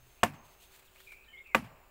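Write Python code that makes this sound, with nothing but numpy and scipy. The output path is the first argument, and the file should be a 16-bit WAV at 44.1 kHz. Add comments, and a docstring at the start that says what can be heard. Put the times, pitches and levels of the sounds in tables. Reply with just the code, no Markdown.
"""A long blade chops twice into a living tree in a wood, a few metres from the microphone.
Each blow is a bite pulse, bursts of coloured noise for wet fibres, a jolt pulse and decaying trunk tones.
Banded noise and one late echo are the wood answering; a soft knock follows each blow.
Around them leaves rustle in swells of noise, birds whistle in gliding sines, an insect sings in narrow
noise, and hush, a faint drone and a brief low hum lie behind."""
import sys
import numpy as np
from scipy import signal
from scipy.fft import rfft, irfft
from scipy.io import wavfile

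SR = 44100
rng = np.random.default_rng(int(sys.argv[2]) if len(sys.argv) > 2 else 0)


def to_wav(sig):
    """Store sig (one row per channel, or 1-D mono) as 16-bit WAV at the path in sys.argv[1].

    Samples outside -1..1 are clipped; the rate is SR.
    """
    pcm = np.clip(np.atleast_2d(sig), -1, 1) * 32767
    pcm = np.round(pcm).astype(np.int16)
    wavfile.write(sys.argv[1], SR, pcm.T)  # frames by channels


N = 83790
T = np.arange(N) / SR  # seconds

# The two blows at the notch. Each row: start in seconds, bite level in dB, bite pitch in Hz, time until the
# blade jams in seconds, jolt level in dB, jolt pitch in Hz, then fibre crunch, splinter and jam crack in dB.
CHOPS = [(0.2322, -12, 1090, .0052, -10.5, 1030, -18, -26.5, -16),
         (1.5475, -7.5, 1550, 0.00452, -12, 726, -19.5, -30.5, -35.5)]
# Ringing of trunk and blade; the place of the cut sets the levels.
# Each row: pitch in Hz, 60 dB decay time in seconds, level in dB in the first chop, in the second chop.
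TRUNK_MODES = [(106.8, 0.18, -36, -39), (147.4, 0.42, -44.5, -47.5), (223.7, .085, -21, -20.5),
               (309, 0.16, -42, -34), (530, .055, -22.5, -21.5), (712, 0.062, -15.5, -28.5),
               (775, 0.074, -26, -63), (925, 0.039, -21, -18.5), (1076, 0.054, -21, -32.5),
               (1144, 0.04, -21.5, -17.5), (1325, 0.11, -66, -35.5), (1490, 0.036, -44.5, -21.5),
               (1764, .05, -20, -41.5), (2034, 0.032, -56, -19.5), (2460, 0.012, -11.5, -9),
               (2793, 0.046, -28.5, -25.5), (3230, 0.024, -29, -58), (3850, 0.026, -29, -32.5)]
# Colour of crushed wet fibres. Each row: frequency in Hz, relative level in dB.
CRUNCH_COLOUR = [(60, -44), (150, -19), (400, -20), (700, 4.5), (1300, 3.5), (1900, 0.5), (2700, -1),
                 (3500, -5.5), (4500, -23), (9000, -25.5)]
# Colour of splitting wood. Each row: frequency in Hz, relative level in dB.
SPLINTER_COLOUR = [(1500, 14), (3500, -16.5), (4600, 3.5), (5900, -2), (7500, 5), (10500, -7.5),
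                   (13500, -5.5), (15000, 1), (16000, 2)]
BITE_CYCLES, JOLT_CYCLES = 0.5, 0.35  # pulse widths in cycles
CRUNCH_T60_S, SPLINTER_T60_S, SPLINTER_HOLD_S = 0.034, 0.05, 0.0041
JAM_CRACK_S = 0.00017


def chops():
    """The edge bites, fibres crush and split, the blade jams and the trunk rings."""
    out = np.zeros(N)
    for k, row in enumerate(CHOPS):
        start, bite_db, bite_hz, jam_s, jolt_db, jolt_hz, crunch_db, splinter_db, crack_db = row
        age = T - start
        out += undb(bite_db) * thud(age, bite_hz, BITE_CYCLES)
        out -= undb(jolt_db) * thud(age - jam_s, jolt_hz, JOLT_CYCLES)
        for hz, t60, *mode_db in TRUNK_MODES:
            ring = np.sin(2 * np.pi * hz * age)
            out += undb(mode_db[k]) * fade(age, t60, rise=1 / hz) * ring  # builds up over about a cycle
        crushing = undb(crunch_db) * fade(age, CRUNCH_T60_S, rise=0.00074)
        out += crushing * noise(CRUNCH_COLOUR, grain_db=3.5)
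        splitting = undb(splinter_db) * fade(age, SPLINTER_T60_S, rise=0.00027, hold=SPLINTER_HOLD_S)
        crack = undb(crack_db) * np.exp(-((age - jam_s) / JAM_CRACK_S) ** 2)
        out += (splitting + crack) * noise(SPLINTER_COLOUR, grain_db=0.5)
    return out


# Soft second knocks at the tree after each blow.
# Each row: start in seconds, low thump level in dB, woody rattle level in dB.
KNOCKS = [(0.333, -45, -51.5), (1.637, -40.5, -49.5)]
KNOCK_HZ, KNOCK_T60_S = 120.4, 0.13


def knocks():
    """A soft thump and rattle as the blade settles in the cut."""
    out = np.zeros(N)
    for start, thump_db, rattle_db in KNOCKS:
        age = T - start
        thump = fade(age, KNOCK_T60_S, rise=0.0051) * np.sin(2 * np.pi * KNOCK_HZ * age)
        wood = noise(CRUNCH_COLOUR) + undb(-3) * noise(SPLINTER_COLOUR)
        rattle = fade(age, KNOCK_T60_S, rise=0.007) * wood
        out += undb(thump_db) * thump + undb(rattle_db) * rattle
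    return out


# Scatter from ground, undergrowth and far trees. Each row: low edge in Hz, high edge in Hz, near level in dB,
# near 60 dB decay time in seconds, far level in dB, far 60 dB decay time in seconds.
SCATTER = [(70.6, 158, -47.5, 0.61, -88.5, 0.39), (162, 273.5, -36.5, .31, -69, 0.57),
           (278, 600, -34.5, 0.12, -57.5, 0.74), (553, 1244, -29, .13, -50.5, 1),
           (1420, 2860, -33.5, 0.16, -52.5, 0.71), (3040, 5650, -49, 0.2, -68, 0.85),
           (5560, 13800, -46, 0.2, -74, 0.43)]
SCATTER_RISE_S, SCATTER_RISE_CYCLES = 0.0044, 0.83
PATCH_DB, PATCH_RATE = 1, 140  # spread in dB, random points per second
ECHO_S, ECHO_DB, ECHO_T60_S, ECHO_HZ = 0.15, -37.5, 0.14, 1000  # a stand of trunks answers late


def woodland(blows):
    """Each blow comes back in patches from near undergrowth and far trees, with one dull late echo."""
    dulled = signal.sosfilt(signal.butter(2, ECHO_HZ, fs=SR, output="sos"), blows)
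    out = undb(ECHO_DB) * smear(dulled, ECHO_T60_S, ECHO_S)
    for start, *_ in CHOPS:
        age = T - start
        for lo_hz, hi_hz, near_db, near_t60, far_db, far_t60 in SCATTER:
            rise = SCATTER_RISE_S + SCATTER_RISE_CYCLES / hi_hz
            near = undb(near_db) * fade(age, near_t60, rise)
            far = undb(far_db) * fade(age, far_t60, rise=0.08)
            patchy = unit(band(lo_hz, hi_hz) * undb(PATCH_DB * wander(PATCH_RATE)))
            out += patchy * np.hypot(near, far)
    return out


# Rustles in the litter. Each row: peak time in seconds, swell time in seconds (one standard deviation),
# hiss level in dB, dull crunch level in dB.
RUSTLES = [(0.125, 0.12, -66.5, -83), (0.457, .012, -65, -89), (0.524, 0.034, -65, -73),
           (0.635, 0.024, -59, -89.5), (.75, 0.027, -58.5, -63.5), (.797, 0.0038, -61.5, -62.5),
           (0.829, 0.004, -68, -67), (0.861, 0.0081, -65.5, -84.5), (.962, 0.00476, -69.5, -64),
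           (1.005, 0.0029, -62, -55.5), (1.034, 0.077, -62, -94.5), (1.125, 0.004, -60.5, -58),
           (1.473, 0.0027, -66, -73.5)]
# Colour of the leaf hiss. Each row: frequency in Hz, relative level in dB.
LEAF_COLOUR = [(800, -36), (2500, 6.5), (4000, 7.5), (5500, 0), (8000, 4.5), (11000, -0.5), (15500, 6)]
# Colour of the dull leaf crunch. Each row: frequency in Hz, relative level in dB.
DULL_LEAF_COLOUR = [(200, -16), (600, 2.5), (1000, 5.5), (2500, 6.5), (5000, -22), (12000, -22.5)]
RUSTLE_TAIL = 1.35  # swell times until a rustle has fallen to half


def leaves():
    """Leaf litter rustles as the blade is pulled free and the feet shift."""
    hiss = noise(LEAF_COLOUR, grain_db=1.5)
    crunch = noise(DULL_LEAF_COLOUR, grain_db=5)
    out = np.zeros(N)
    for peak, swell_s, hiss_db, dull_db in RUSTLES:
        age = (T - peak) / swell_s
        rising = np.exp(-0.5 * age ** 2)
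        falling = 1 / (1 + (age / RUSTLE_TAIL) ** 2)
        swell = np.where(T < peak, rising, falling)
        out += swell * (undb(hiss_db) * hiss + undb(dull_db) * crunch)
    return out


# Bird notes among the trees. Each row: start in seconds, length in seconds, start pitch in Hz,
# end pitch in Hz, level in dB before the soft edges, roughness from 0 to 1.
BIRD_NOTES = [(0.178, 0.052, 1940, 3400, -68.5, .2), (0.576, .09, 2245, 4040, -70, 0.3),
              (0.865, 0.037, 4305, 2150, -67, .2), (0.948, 0.081, 1926, 3950, -66.5, 0.35),
              (1.058, 0.096, 2408, 2300, -54, 0.85), (1.12, 0.16, 2610, 2390, -65.5, 1),
              (1.236, 0.027, 5020, 2620, -64.5, .2), (1.27, 0.032, 1816, 1780, -62, 0.3),
              (1.273, 0.096, 3083, 2960, -62.5, 0.77), (1.323, 0.054, 2223, 2056, -52.5, 0.25),
              (1.354, 0.049, 3040, 3900, -65.5, 0.3), (1.361, 0.066, 2174, 2140, -52.5, 0.3),
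              (1.436, 0.089, 2593, 2506, -58, 0.9), (1.462, 0.092, 2472, 1995, -57, 0.38)]
NOTE_EDGE_S, RASP_RATE = 0.02, 400  # rasp in random points per second
BIRD_ECHO_DB, BIRD_T60_S = -4, 0.35


def birds():
    """Gliding whistles, some raspy from random amplitude and phase, smeared by the trees."""
    song = np.zeros(N)
    for start, length, from_hz, to_hz, db, rough in BIRD_NOTES:
        pitch = np.interp(T, [start, start + length], [from_hz, to_hz])
        phase = 2 * np.pi * np.cumsum(pitch) / SR
        rasp = wander(RASP_RATE) * np.sin(phase) + wander(RASP_RATE) * np.cos(phase)
        clear = np.sqrt(2 * (1 - rough ** 2)) * np.sin(phase)
        song += undb(db) * gate(start, length, NOTE_EDGE_S) * (clear + rough * rasp)
    return song + undb(BIRD_ECHO_DB) * smear(song, BIRD_T60_S)


# Insect phrases. Each row: start in seconds, length in seconds, pitch in Hz, level in dB.
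INSECT_PHRASES = [(-.05, .31, 6400, -76), (.32, .32, 6400, -74), (.57, .22, 6400, -76),
                  (.7, 1.25, 7080, -82.5)]
INSECT_WIDTH_HZ, INSECT_EDGE_S = 150, 0.05


def insect():
    """A thin, grainy high note in long phrases."""
    out = np.zeros(N)
    for start, length, hz, db in INSECT_PHRASES:
        out += undb(db) * gate(start, length, INSECT_EDGE_S) * whine(hz, INSECT_WIDTH_HZ)
    return out


# Colour of the outdoor hush at the microphone. Each row: frequency in Hz, relative level in dB.
AIR_COLOUR = [(20, 1), (42, 1), (62, -2), (110, -10.5), (175, -15.5), (300, -15.5), (565, -13), (985, -16),
              (1380, -16), (1920, -18.5), (2680, -16), (3300, -26.5), (5300, -31), (6300, -34.5),
              (7800, -25.5), (9400, -33.5), (12500, -30.5), (15500, -20)]
AIR_DB = -62.5
HUM_HZ, HUM_DB, HUM_END_S, HUM_FADE_S = 124.6, -66.5, 0.14, 0.077
DRONE_HZ, DRONE_WIDTH_HZ, DRONE_DB = 382, 10, -76


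def air():
    """Quiet outdoor hush and rumble, a faint far drone, and a low hum that dies away."""
    hush = undb(AIR_DB + 0.2 * wander(6.01)) * noise(AIR_COLOUR)
    hum = undb(HUM_DB) * np.sqrt(2) * np.sin(2 * np.pi * HUM_HZ * T)
    hum *= np.clip((HUM_END_S - T) / HUM_FADE_S, 0, 1)
    drone = undb(DRONE_DB) * whine(DRONE_HZ, DRONE_WIDTH_HZ)
    return hush + hum + drone


def undb(db):
    """Decibels to gain."""
    return 10 ** (np.asarray(db) / 20)


def unit(x):
    """Scale to standard deviation 1."""
    return x / np.std(x)


def shape(source, gain):
    """Filter by a gain for each frequency, at unit level."""
    return unit(irfft(rfft(source) * gain, N))


def noise(colour, grain_db=0):
    """Noise of a given colour; random level steps every 20 samples make it crackle."""
    hz, db = np.array(colour, float).T
    grain = np.repeat(rng.standard_normal(N // 20 + 1), 20)[:N]
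    source = rng.standard_normal(N) * undb(grain_db * grain)
    freq = np.arange(N // 2 + 1) * SR / N
    return shape(source, undb(np.interp(np.log(freq + 1), np.log(hz), db)))


def whine(hz, width_hz):
    """An unsteady tone: noise in one narrow resonance, its width taken at half amplitude."""
    freq = np.arange(N // 2 + 1) * SR / N
    return shape(rng.standard_normal(N), 1 / (1 + (2 * (freq - hz) / width_hz) ** 2))


def band(lo_hz, hi_hz):
    """Noise between two edges."""
    sos = signal.butter(4, [lo_hz, hi_hz], btype="band", fs=SR, output="sos")
    return unit(signal.sosfilt(sos, rng.standard_normal(N)))


def wander(rate):
    """Random motion with spread 1, drawn in straight lines between rate points per second."""
    return unit(np.interp(T * rate, np.arange(N), rng.standard_normal(N)))


def fade(age, t60, rise, hold=0):
    """Exponential rise, hold, then exponential decay by 60 dB in t60 seconds."""
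    age = np.maximum(age, 0)
    decay = np.exp(-np.log(1000) * np.maximum(age - hold, 0) / t60)
    return (1 - np.exp(-age / rise)) * decay


def gate(start, length, edge):
    """A soft-edged on and off."""
    from_edge = np.minimum(T - start, start + length - T)
    return np.sin(np.pi / 2 * np.clip(from_edge / edge, 0, 1)) ** 2


def thud(age, hz, cycles):
    """A single short pressure swing, down then up, centred on age 0."""
    return np.sin(2 * np.pi * age * hz) * np.exp(-(age * hz / cycles) ** 2)


def smear(x, t60, delay=0):
    """A sound spread out by many small reflections."""
    trees = rng.standard_normal(N) * fade(T - delay, t60, rise=0.006)
    return signal.fftconvolve(x, trees / np.linalg.norm(trees))[:N]


def scene():
    """Everything at one microphone."""
    blows = chops()
    return (blows + knocks() + woodland(blows) + leaves() + birds() + insect() + air())[None]


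def record(dry):
    """The recorder cuts the top, steeply above 15.7 kHz."""
    top_cut = signal.ellip(10, 0.2, 70, 15700, fs=SR, output="sos")  # ripple and stop depth in dB
    return signal.sosfilt(top_cut, dry)


dry = scene()
out = record(dry)
to_wav(out)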